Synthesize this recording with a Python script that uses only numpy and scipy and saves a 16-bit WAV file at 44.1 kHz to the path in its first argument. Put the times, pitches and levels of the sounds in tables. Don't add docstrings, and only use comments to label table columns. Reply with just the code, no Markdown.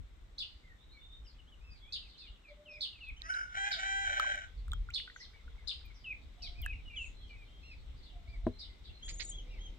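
import sys
import numpy as np
from scipy import signal
from scipy.fft import rfft, irfft
from scipy.io import wavfile
from scipy.ndimage import uniform_filter1d

SR = 44100
rng = np.random.default_rng(int(sys.argv[2]) if len(sys.argv) > 2 else 0)


def unload_audio(sound):
    columns = np.transpose(np.atleast_2d(sound))
    steps = np.round(np.clip(columns, -1, 1) * 32767)
    wavfile.write(sys.argv[1], SR, steps.astype(np.int16))


def natural_amplitude(level_db):
    exponent = np.asarray(level_db, float) / 20
    return 10 ** exponent


N = 431298


def evened(x):
    return x / np.sqrt(np.mean(x ** 2) + 1e-20)


def read(points, hz):
    f, value = np.transpose(points)
    return np.interp(np.log(hz + 1), np.log(f + 1), value)


def curves(rows):
    s, *columns = np.transpose(rows)
    t = np.arange(s[0], s[-1], 1 / SR)
    return t, *(np.interp(t, s, c) for c in columns)


def add(mix, s, sound, pan_db=0, lag=0):
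    for ear, sign in enumerate((1, -1)):
        part = mix[ear, round(s * SR) - sign * lag:][:len(sound)]
        part += sound[:len(part)] * natural_amplitude(sign * pan_db / 2)


def drift(size, hz):
    lowpass = signal.butter(2, hz, fs=SR, output="sos")
    return evened(signal.sosfilt(lowpass, rng.standard_normal(size)))


def noise(db, window, top_hz=SR / 2):
    # (frequency [Hz], likeness [0-1])
    likeness = [(30, 0.7), (70, 0.93), (200, 0.67), (600, 0.036), (1200, 0.024), (5000, 0.1)]
    hop = window // 4
    frames = N // hop + 5
    hz = np.fft.rfftfreq(window, 1 / SR)[:, None]
    used = hz[hz <= top_hz][:, None]
    a, b, c, d, patches = rng.standard_normal((frames, len(used), 5)).T
    patches = uniform_filter1d(patches, size=10, axis=0)
    patches = evened(uniform_filter1d(patches, size=8, axis=1))
    same = np.clip(read(likeness, used), -1, 1)
    left = a + 1j * b
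    right = same * left + np.sqrt(1 - same ** 2) * (c + 1j * d)
    z = np.zeros((2, len(hz), frames), complex)
    z[:, :len(used)] = left, right
    z[:, :len(used)] *= natural_amplitude(db(used, np.arange(frames) * hop / SR) + .7 * patches)
    return signal.istft(z, nperseg=window, noverlap=window - hop)[1][:, :N]


def echoes(x, t60, gap_s):
    at = np.arange(round(gap_s * SR), SR // 3, 16)
    at = at + rng.integers(0, 16, (2, len(at)))
    taps = np.zeros((2, SR // 3 + 16))
    heights = rng.choice([-1., 1.], at.shape) * natural_amplitude(-60 * at / SR / t60)
    np.put_along_axis(taps, at, heights, 1)
    return signal.oaconvolve(x[:1], taps / np.linalg.norm(taps[0]), axes=1)[:, :x.shape[1]]


def note(start, length, first_hz, last_hz, db, bend=1., arch=0., edge_db=-.5):
    top_share = .37
    u = np.linspace(0, 1, num=16)
    top = top_share * (arch > 0)
    past = np.clip((u - top) / (1 - top), 0, 1)
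    hz = last_hz + (first_hz - last_hz) * (1 - past) ** bend
    hz -= arch * first_hz * np.maximum(1 - u / top_share, 0) ** 2
    return np.transpose([start + length * u, hz, db + edge_db * (2 * u - 1) ** 4])


def whistle(rows, waver, second_db, hook=0., throb_hz=0., catch=0.):
    t, hz, level_db = curves(rows)
    hz = uniform_filter1d(hz, size=300) * (1 - hook * np.exp((t - t[-1]) / 0.01))
    turn = 2 * np.pi * np.cumsum(hz * (1 + waver * drift(len(t), 80))) / SR
    tone = np.sin(turn) + natural_amplitude(second_db) * np.sin(2 * turn)
    tone *= abs(np.cos(np.pi * throb_hz * (t - t[0] - .04))) ** .9
    tone *= 1 - catch * np.exp(-((t[-1] - t - .036) / 0.0015) ** 2)
    level = np.sqrt(2) * natural_amplitude(level_db + 3.85 * drift(len(t), 26))
    return t[0], level * tone * signal.windows.tukey(len(t), .15)


def wind():
    # (time [s], level [dB])
    gusts = [(0, -40.5), (.1, -55.5), (1.06, -61), (1.22, -52.5), (2.8, -62.5), (3.12, -49.5), (3.3, -58.5),
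             (4.55, -49.5), (4.74, -34), (5.15, -65.5), (5.5, -50.5), (6.43, -53.5), (6.56, -44),
             (7.44, -54.5), (8.5, -45), (8.6, -53.5), (9.78, -53.5)]
    # (frequency [Hz], density [dB per Hz])
    rumble_curve = [(7.1, -44.5), (12, -14.5), (43, 8), (69, -2), (123, -16.5), (200, -32), (260, -25),
                    (440, -120)]
    s, level_db = np.transpose(gusts)
    rumble = evened(noise(lambda hz, t: read(rumble_curve, hz) + 0 * t, 4096, top_hz=500))
    gust_db = np.interp(np.arange(N) / SR, s, level_db)
    return rumble * natural_amplitude(gust_db + 2.9 * drift(N, 10.0)) * natural_amplitude([[.6], [-.6]])


def yard():
    # (start [s], far hum [dB], far bird chorus [dB])
    stretches = [
        (0, -72.5, -91.5),
        (4.4, -72.5, -87),
        (6.0, -69.5, -87),
        (9.0, -65, -84.5),
    ]
    # (frequency [Hz], density [dB per Hz])
    hum_curve = [(60, -16), (130, 1.5), (280, -2.5), (500, -6.5), (900, -12.5), (2000, -62)]
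    chorus_curve = [(1200, -100.5), (2000, 8), (2600, 1.5), (3700, 7.5), (4600, -4.5), (5500, -4.5),
                    (8000, -23)]
    rustle_curve = [(100, -9), (400, -10), (1200, 3.5), (2200, -2), (4500, -30), (6000, -13), (8000, -11),
                    (9300, -23.5), (11000, -27), (12500, -20.5), (15600, -27.5), (15850, -71)]
    s, hum_db, chorus_db = np.transpose(stretches)
    fade_s = 0.058

    def stepped(t, db):
        changes = zip(s[1:], np.diff(db))
        return db[0] + sum(step * np.clip((t - at) / fade_s, 0, 1) for at, step in changes)

    def level_db(hz, t):
        hum = natural_amplitude(read(hum_curve, hz) + stepped(t, hum_db) - 5)
        chorus = natural_amplitude(read(chorus_curve, hz) + stepped(t, chorus_db) - 3.5)
        rustle = natural_amplitude(read(rustle_curve, hz) - 89.0)
        return 10 * np.log10(hum ** 2 + chorus ** 2 + rustle ** 2)
    return noise(level_db, 1024) * natural_amplitude([[.7], [-.7]])


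def drones():
    # (start [s], end [s], frequency [Hz], level [dB], waver [share of pitch])
    tones = [
        (9.0, 9.77, 37, -49, .03),
        (4.42, 5.9, 465, -81, .03),
        (9.05, 9.77, 500, -78, .02),
        (6.1, 9.0, 7950, -97, .003),
    ]
    out = np.zeros((2, N))
    for start, end, hz, db, waver in tones:
        add(out, *whistle([(start, hz, db), (end, hz, db)], waver, second_db=-55))
    return out


def twitter():
    # (time [s], share calling [relative])
    calling = [(0, .3), (2.4, .5), (4.6, .4), (6.3, .8), (7.2, 1.5), (8.6, 1.2), (9.78, .6)]
    out = np.zeros((2, N))
    s, share = np.transpose(calling)
    for when, keep, pitch, glide, length, loud, side in rng.random((150, 7)):
        start = when * 9.6
        if keep * 1.5 < np.interp(start, s, share):
            hz, db = 3100 + 1700 * pitch, -77 + 8 * loud
            end = start + .01 + .02 * length
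            rows = [(start, hz, db), (end, hz * (.65 + .4 * glide), db - 4)]
            add(out, *whistle(rows, waver=.05, second_db=-40), pan_db=8 * side - 4)
    return out


def tweets():
    # (start [s], length [s], first pitch [Hz], last pitch [Hz], level [dB])
    rows = [(.781, 0.065, 3500, 3950, -67.5), (.891, 0.048, 3660, 4360, -68.5),
            (.981, 0.18, 3590, 3626, -65), (1.241, 0.078, 5740, 3820, -69.5),
            (1.701, 0.05, 4880, 4700, -66.5), (1.755, 0.032, 4740, 3470, -66), (1.796, .1, 3350, 3405, -64),
            (2.18, 0.04, 4850, 4740, -67), (2.69, .07, 5500, 4900, -70), (5.135, 0.047, 7600, 5560, -71),
            (5.94, 0.028, 6000, 4860, -70), (7.14, .1, 4050, 4100, -70), (7.18, 0.13, 3470, 2870, -68),
            (7.57, .06, 3200, 3400, -71), (7.61, .07, 4200, 4150, -71), (8.5, .08, 4150, 4100, -73),
            (8.68, .03, 2050, 2050, -70), (8.92, .07, 4150, 4150, -70)]
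    out = np.zeros((2, N))
    for row in rows:
        add(out, *whistle(note(*row), waver=.012, second_db=-40), lag=1)
    return out


def far_crows():
    # (start [s], length [s], first pitch [Hz], last pitch [Hz], level [dB])
    throbbing = [
        (2.473, 0.377, 587, 605, -62),
        (4.074, 0.337, 583, 597, -60.5),
    ]
    wavering = [
        (3.7, 0.098, 723, 668, -60),
        (6.37, 0.303, 708, 697, -73.5),
        (8.12, 0.36, 690, 686, -76.5),
    ]
    low, high = np.zeros((2, 2, N))
    for row in throbbing:
        add(low, *whistle(note(*row, edge_db=-1.5), waver=.008, second_db=-40, throb_hz=11.))
    for row in wavering:
        add(high, *whistle(note(*row, edge_db=10.5), waver=0.032, second_db=-68))
    return low, high


def trill(rows):
    t, hz, level_db = curves(rows)
    wobbles_per_s, wobble_top_s = 21.7, 9.065
    beat = 2 * np.pi * wobbles_per_s * (t - wobble_top_s) + 0.25 * drift(len(t), 11)
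    low_hz = hz + 270 * np.cos(beat) - 500 * np.exp((t - t[-1]) / 0.011)
    middle_hz = 7600 + 90 * drift(len(t), 60)
    high_hz = 8250 - 300 * np.sin(beat)
    low, middle, high = (np.sin(2 * np.pi * np.cumsum(f) / SR) for f in (low_hz, middle_hz, high_hz))
    middle *= np.maximum(np.cos(beat + 2.2), 0) ** 2
    high *= np.maximum(np.cos(beat - .6), 0) ** 2
    voice = low + (.7 * middle + .6 * high) * natural_amplitude(4 * drift(len(t), 30))
    return t[0], natural_amplitude(level_db + 3.5 * drift(len(t), 25)) * voice * signal.windows.tukey(len(t), .2)


def trills():
    # (start [s], length [s], level [dB])
    rows = [
        (6.949, 0.13, -69),
        (9.035, 0.303, -50.5),
    ]
    layers = np.zeros((2, 2, N))
    for layer, (start, length, db) in zip(layers, rows):
        add(layer, *trill(note(start, length, 6825, 6825, db)), pan_db=4, lag=1)
    return layers


def near_whistles():
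    # (start [s], length [s], first or top pitch [Hz], last pitch [Hz], level [dB])
    peeps = [(.63, 0.1, 2170, 1850, -65), (.93, 0.075, 2336, 2264, -66.5), (1.25, 0.021, 3166, 3030, -68),
             (1.384, 0.025, 3060, 2990, -66.5), (1.47, 0.044, 2950, 3720, -69),
             (1.52, 0.028, 3050, 2980, -67), (1.808, 0.17, 2100, 2810, -71.5),
             (2.209, 0.076, 2740, 2230, -70.5), (5.2, 0.033, 1805, 2290, -59.5),
             (5.33, 0.084, 2300, 2130, -66.5), (5.58, 0.042, 2210, 2053, -64),
             (5.84, 0.087, 2470, 2220, -67.5), (6.42, 0.063, 2700, 2250, -59),
             (6.72, 0.0985, 2920, 2325, -61), (6.849, 0.13, 3010, 2530, -60),
             (6.895, 0.0896, 2450, 2260, -59.5), (7.339, 0.11, 2570, 2364, -64.5),
             (7.447, 0.16, 3080, 3260, -74)]
    chicks = [(2.021, 0.066, 2886, 2636, -65), (2.431, 0.088, 2960, 2400, -62),
              (2.65, 0.14, 3370, 2465, -56.5), (2.922, 0.079, 3250, 2580, -61),
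              (3.002, 0.11, 3092, 2572, -50), (6.038, 0.1, 3290, 2552, -46),
              (6.62, .125, 3598, 2530, -46.5), (6.957, 0.11, 3630, 2688, -46),
              (7.292, 0.081, 2570, 2323, -57)]
    arches = [(1.605, 0.17, 2653, 2388, -68), (3.163, 0.054, 3150, 2430, -59.5),
              (7.628, 0.1174, 2802, 2455, -57.5), (8.272, 0.0992, 2396, 2230, -61),
              (9.021, 0.075, 3360, 3370, -55.5), (9.311, 0.097, 3370, 3250, -53),
              (9.463, 0.135, 2436, 2130, -67.5), (9.5, 0.052, 2850, 2740, -67),
              (6.551, 0.094, 2525, 2196, -59.5), (9.585, 0.1, 3250, 3270, -59)]
    out = np.zeros((2, N))
    for row in peeps:
        add(out, *whistle(note(*row), waver=0.00867, second_db=-33, hook=0.07), lag=-8)
    for row in chicks:
        rows = note(*row, bend=5.5, edge_db=-8)
        add(out, *whistle(rows, waver=.01, second_db=-42, hook=.27, catch=.8), lag=-8)
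    for row in arches:
        rows = note(*row, arch=.1095)
        add(out, *whistle(rows, waver=0.0027, second_db=-13.0, hook=0.176), lag=-2)
    return out


def scold():
    length_s = .04
    t = np.arange(round(length_s * SR)) / SR
    hz = 1850 + 400 * np.sin(np.pi * t / length_s)
    turn = 2 * np.pi * np.cumsum(hz * (1 + .09 * drift(len(t), 500))) / SR
    stack = .7 * np.sin(turn) + .4 * np.sin(1.5 * turn) + np.sin(2 * turn) + .35 * np.sin(2.5 * turn)
    return .45 * stack * (1 + .6 * drift(len(t), 400)) * np.sin(np.pi * (t / length_s) ** .7)


def scolds():
    # (time [s], peak [dB], left-right [dB])
    rows = [
        (9.079, -42.5, -11.5),
        (9.195, -38, -15.5),
    ]
    out = np.zeros((2, N))
    for s, peak_db, pan_db in rows:
        add(out, s, natural_amplitude(peak_db) * scold(), pan_db, lag=-2)
    return out


LEAD_S = .005


def chirp(tune, stretch):
    # (time from onset [s], pitch [Hz], level [dB])
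    shape = [(0, 2997, -24.5), (.006, 4354, -2.5), (.0095, 5128, -13.5), (.013, 4253, -3),
             (.016, 3623, -7.5), (.0195, 4544, -14), (.025, 3400, -4), (.036, 3850, -14.5), (.05, 2636, -5)]
    t, hz, level_db = curves(np.multiply(shape, (stretch, 1, 1)))
    hz = uniform_filter1d(hz, size=60) * tune * (1 + 0.025 * drift(len(t), 400))
    turn = 2 * np.pi * np.cumsum(hz) / SR
    lift = np.exp(-((2 * hz - 8500) / 700) ** 2 - ((t - .015 * stretch) / .005) ** 2)
    octave = natural_amplitude(-21) * lift + natural_amplitude(-42)
    body = np.sin(turn) + octave * np.sin(2 * turn)
    body *= natural_amplitude(level_db + 2.5 * drift(len(t), 250)) * signal.windows.tukey(len(t), .1)
    u = np.arange(round(3 * LEAD_S * SR)) / SR / LEAD_S
    lead_hz = tune * (5000 + 1500 * (u % 1) + 250 * u) * (1 + 0.017 * drift(len(u), 730))
    lead = np.sin(2 * np.pi * np.cumsum(lead_hz) / SR)
    lead *= natural_amplitude(-26) * np.sin(np.pi * u) ** 2 * u / 2
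    out = np.r_[np.zeros(len(u) // 3), body]
    out[:len(u)] += lead
    return out


def sparrow():
    # (time [s], peak [dB], left-right [dB], pitch factor [1], stretch in time [1])
    seen = [(0.379, -34, -1.5, 1.016, 0.99), (1.921, -31, -1.5, 1.04, 0.86),
            (2.805, -31.5, -4.5, 1.008, 1.04), (3.712, -30, -2.5, 1.06, 0.73), (4.935, -31, -7, 1.02, 1.01),
            (5.672, -31.5, 10.5, 1.038, 0.9), (6.417, -39, 0, 1.105, 1.06)]
    # (time [s], peak [dB], pitch factor [1], stretch in time [1])
    hidden = [(2.07, -54.5, 1, 1.8), (2.165, -47.5, 0.99, 2.18), (2.25, -59, .95, 2.3),
              (2.469, -60.5, 0.96, 1.4), (3.022, -55.5, 0.94, 1.64), (5.19, -45, 1.2, 1.04),
              (7.271, -68, 1.2, 0.92), (7.43, -68, 0.94, 0.75), (7.54, -77, 1.1, 1.5),
              (7.871, -58, 0.85, 0.41), (7.951, -64, 1.01, 2), (8.018, -52.5, 0.99, 1.66),
              (8.582, -42, 1.077, 1.23), (8.834, -50.5, 0.96, 1.23)]
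    out = np.zeros((2, N))
    rows = [(*row, 0) for row in seen]
    rows += [(s, db, 0, tune, stretch, -12) for s, db, tune, stretch in hidden]
    for s, peak_db, pan_db, tune, stretch, direct_db in rows:
        call = np.zeros((2, SR // 2))
        add(call, .001, chirp(tune, stretch), lag=12 if pan_db > 0 else -11)
        tails = natural_amplitude(2.5) * echoes(call, t60=0.23, gap_s=.004)
        tails += natural_amplitude(-8) * echoes(call, t60=0.55, gap_s=.02)
        direct = call * natural_amplitude([[pan_db / 2], [-pan_db / 2]]) * natural_amplitude(direct_db)
        out[:, round((s - .001 - LEAD_S) * SR):][:, :SR // 2] += natural_amplitude(peak_db) * (direct + tails)
    return out


def hisses():
    # (start [s], length [s], level [dB])
    puffs = [(3.3, .08, -89), (3.65, .11, -84), (3.945, .08, -84), (4.12, .08, -86), (5.848, .024, -76),
             (6.615, .008, -55), (6.62, .05, -74)]
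    band = signal.butter(5, (11600, 15600), "band", fs=SR, output="sos")
    out = np.zeros((2, N))
    for s, length, db in puffs:
        puff = evened(signal.sosfilt(band, rng.standard_normal(round(length * SR))))
        add(out, s, natural_amplitude(db) * puff * signal.windows.tukey(len(puff), .9), pan_db=20)
    return out


def ticks():
    # (time [s], peak [dB], brightest frequency [Hz], left-right [dB])
    clicks = [(3.087, -57, 10200, 18), (3.219, -54, 9050, 13), (4.198, -30, 4000, 14.5),
              (4.357, -49, 8514, 11), (4.682, -50, 8050, 3.5), (4.718, -45, 7950, -5),
              (4.734, -37.5, 7000, 9), (4.904, -46, 7350, 0), (6.662, -36, 8450, 11)]
    out = np.zeros((2, N))
    t = np.arange(200) / SR
    for s, peak_db, hz, pan_db in clicks:
        click = np.sin(2 * np.pi * hz * t) * np.exp(-t * hz * 0.43)
        click += 0.15 * rng.standard_normal(len(t)) * np.exp(-t / 0.0024)
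        add(out, s, natural_amplitude(peak_db) * click, pan_db, lag=3)
    return out


def drop(peak_db, hz, t60, tick_db):
    t = np.arange(round(.2 * SR)) / SR
    ring = np.sin(2 * np.pi * hz * t) * natural_amplitude(-60 * t / t60) * (1 - np.exp(-t / 0.00045))
    burst = rng.standard_normal(len(t)) * np.exp(-t / 0.00081)
    tick = signal.lfilter([1, -1], [1, -1.35, .55], burst)
    return natural_amplitude(peak_db) * (ring + 0.6 * natural_amplitude(tick_db) * tick)


def trickle():
    out = np.zeros((2, N))
    for when, pitch, loud in rng.random((70, 3)):
        add(out, 5.2 + .72 * when, drop(-68 + 9 * loud, 700 + 1500 * pitch, .018, -20))
    return out


def drops():
    # (time [s], peak [dB], ring frequency [Hz], t60 [s], left-right [dB])
    plops = [(3.2192, -23.5, 3920, .004, -12), (3.339, -35, 3960, 0.011, 8), (3.397, -52, 3700, .008, 0),
             (3.497, -48, 3400, .012, 0), (4.127, -42, 4200, .008, -2), (4.170, -41, 3300, .008, -4),
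             (4.198, -24, 3200, .008, -4), (4.1978, -19, 1300, 0.03, 2), (4.245, -38, 1051, 0.025, 0),
             (4.326, -37, 3200, .008, -4), (4.342, -40, 3400, .008, -4), (4.6811, -42, 1370, 0.011, 2),
             (4.7182, -29, 3570, 0.014, -4), (4.7335, -34, 3300, .008, 4), (4.7323, -48, 3230, 0.16, 5),
             (4.7337, -30, 1374, 0.014, -4), (4.888, -40, 1420, 0.05, -2.1), (5, -30, 2120, 0.006, .5),
             (5.0765, -46, 1950, .02, .5), (5.077, -41.5, 1494, 0.044, .5), (5.0985, -46, 1480, .02, 0),
             (5.099, -42, 1900, .025, 0), (5.117, -52, 1950, .015, 0), (5.1615, -42, 1930, .02, 3),
             (5.162, -37.5, 1520, .023, 3), (5.479, -48, 1454, 0.035, 3), (6.662, -25.5, 1674, 0.022, -2.5)]
    # (start [s], length [s], first pitch [Hz], last pitch [Hz], level [dB])
    bubbles = [
        (4.901, .013, 1750, 3300, -56),
        (4.718, .016, 1100, 1400, -58),
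    ]
    out = np.zeros((2, N))
    for s, peak_db, hz, t60, pan_db in plops:
        tick_db = -33 + 0.49 * (peak_db + 33.0) + 30 * np.log10(min(t60 / .012, 1))
        add(out, s, drop(peak_db, hz, t60, tick_db), pan_db, lag=3)
    for row in bubbles:
        add(out, *whistle(note(*row), waver=.004, second_db=-40), lag=3)
    return out


def thud():
    # (time [s], peak [dB])
    landings = [
        (8.467, -19),
    ]
    # (frequency [Hz], level [dB], t60 [s])
    modes = [(98, -10.5, 0.19), (245, 1, 0.09), (330, 3.5, 0.05), (410, -14.5, 0.16), (480, -12.5, 0.12),
             (630, -1.5, 0.054), (980, -10.5, 0.037), (1550, -8, 0.009)]
    out = np.zeros((2, N))
    t = np.arange(round(.3 * SR)) / SR
    for s, peak_db in landings:
        body = sum(natural_amplitude(db - 60 * t / t60) * np.sin(2 * np.pi * hz * t) for hz, db, t60 in modes)
        body *= 1 - np.exp(-t / .0008)
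        tick = signal.lfilter([.05], [1, -1.6, .66], rng.standard_normal(len(t)))
        knock = body / abs(body).max() + 0.056 * tick * np.exp(-t / 0.018)
        add(out, s, natural_amplitude(peak_db) * knock, 1.5)
    return out


def crow_controls():
    # (time [s], pitch [Hz], effort [dB], roughness [0-1])
    syllables = [
        [(3.2, 627, -89, 0.3), (3.235, 626.4, -62, 0.3), (3.265, 648, -47.5, 0.2), (3.285, 665, -51.5, .15)],
        [(3.298, 747.2, -38.5, 0.43), (3.335, 753, -43, 0.55), (3.36, 742.3, -39.5, 0.55),
         (3.43, 745, -45, 0.65), (3.465, 732, -56.5, 0.6), (3.52, 740, -56.5, .4)],
        [(3.545, 749, -47.5, 0.63), (3.565, 769, -42, 0.54), (3.585, 788, -42.5, 0.15),
         (3.635, 787.4, -41, .06), (3.665, 806, -38, 0.28), (3.7, 815, -42.5, 0.33), (3.73, 771.5, -44, 0.56),
         (3.77, 750, -50, 0.57)],
        [(3.8, 758.5, -41.5, 0.37), (3.85, 779.3, -41.5, 0.34), (3.9, 782.7, -40.5, 0.08),
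         (4.035, 791.8, -41, 0.03), (4.065, 781, -40, 0.45), (4.32, 787.5, -41, 0.44), (4.37, 768, -47.5, 0.63),
         (4.44, 771, -53, 0.54), (4.5, 750, -75, .3)],
    ]
    t, hz, effort_db, rough = curves(np.concatenate(syllables))
    rough = np.clip(rough, 0, .75)
    beak = np.interp(t, (3.5, 3.57), (0, 1))
    weak = np.clip(1.02 - 1.1 * rough, 0, 1) * (.35 + .65 * beak)
    return t, effort_db, uniform_filter1d(hz, size=300), rough, weak, beak


def crow():
    # (frequency [Hz], level [dB])
    open_throat = [(400, -54.5), (790, -8), (1150, -30), (1570, 6), (1970, -2.5), (2370, -6), (2760, -17),
                   (3150, -6), (3550, -19), (3950, -11), (4450, -36), (5100, -27), (6300, -17),
                   (8000, -26.5), (9300, -36.5)]
    shut_throat = [(400, -47), (700, -23), (1050, -30), (1490, 3.5), (1950, -11), (2500, -22), (2900, -16),
                   (3600, -44), (4300, -49), (5100, -19), (6600, -25), (7700, -56.5), (8800, -10),
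                   (9600, -62)]
    t, effort_db, hz, rough, weak, beak = crow_controls()
    turn = np.pi * np.cumsum(hz) / SR

    slow = 2 * np.pi * np.cumsum(108 * (1 + .1 * drift(len(t), 12))) / SR
    flutter = 1.1 * rough * np.sin(slow)
    shake = rough * drift(len(t), 60) * .22 + .03 * drift(len(t), 150) + flutter / 4

    def throat(f):
        return natural_amplitude(beak * read(open_throat, f) + (1 - beak) * read(shut_throat, f))

    beats = np.cumsum(np.interp(beak, (0, 1), (45.5, 32.5))) / SR
    beats -= np.interp(3.306, t, beats)
    throb_turn = 2 * np.pi * beats + (.2 + .8 * beak) * drift(len(t), 8)
    throb = 1 + 1.3 * rough * np.cos(throb_turn)

    voice = np.zeros(len(t))
    for k in range(3, 24):
        level = (1 - k % 2 * (1 - weak)) * throat(k * hz / 2)
        if k >= 5:
            level = level / throb ** .7
        partial_shake = shake * (.55 if k == 4 else 1)
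        voice += level * np.cos(k * (turn + partial_shake) + k * k)
    voice *= 1 - .9 * rough * beak * np.cos(slow)

    clear = (1 - rough) ** 1.5 * np.cos(2 * (turn + shake / 2))
    side_line = .5 * rough * np.cos(2 * (turn + shake) - slow)
    lowest = 1.5 * throat(hz) * (clear + side_line)

    puffs = rfft(rng.standard_normal(len(t)) * (0.46 + np.cos(2 * turn)))
    f = np.fft.rfftfreq(len(t), 1 / SR)
    bands = np.array([f < 4400, (f >= 4400) / (1 + (f / 9800) ** 7)])
    wide = irfft(puffs * natural_amplitude(read(open_throat, f)) * bands, len(t))
    shut = irfft(puffs * natural_amplitude(read(shut_throat, f)) * bands, len(t))
    low, high = evened(beak * wide + (1 - beak) * shut)
    flicker = natural_amplitude(3 * drift(len(t), 150) + 2 * drift(len(t), 9))
    breath = (.07 + .3 * rough) * low + .19 * high / throb ** .8 * flicker

    size = np.sqrt(abs(uniform_filter1d((throb * (voice + lowest)) ** 2, size=4000))) + 1e-9
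    effort = natural_amplitude(effort_db + 4.5) * throb
    return t[0], effort * np.array([voice / size + breath, lowest / size])


def rooster():
    out = np.zeros((2, N))
    start, (upper, lowest) = crow()
    add(out, start, upper, pan_db=-.5, lag=9)
    add(out, start, lowest, pan_db=5, lag=6)
    return out


def scene():
    low_crows, high_crows = far_crows()
    far_trill, close_trill = trills()
    far = tweets() + far_trill + twitter()
    near = near_whistles() + scolds() + high_crows
    table = drops() + thud() + low_crows + close_trill
    crowing = rooster()
    out = wind() + yard() + drones() + hisses() + ticks() + trickle() + sparrow()
    out += natural_amplitude(-5) * far + natural_amplitude(2) * echoes(far, t60=.25, gap_s=.005)
    out += near + natural_amplitude(-7) * echoes(near, t60=0.24, gap_s=.012)
    out += natural_amplitude(-15) * np.roll(near, round(.021 * SR), axis=1)[::-1]
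    out += table + natural_amplitude(-15) * echoes(table, t60=0.141, gap_s=0.0033)
    out += natural_amplitude(-.5) * crowing + natural_amplitude(-7.5) * echoes(crowing, t60=.22, gap_s=.006)
    return out


def roll_off(x):
    return signal.sosfilt(signal.butter(12, 16490, fs=SR, output="sos"), x)


def record(dry):
    lowpass = signal.firwin(255, 16100, fs=SR)
    mix = signal.oaconvolve(dry, lowpass[None], "same")
    return roll_off(mix)


dry = scene()
out = record(dry)
unload_audio(out)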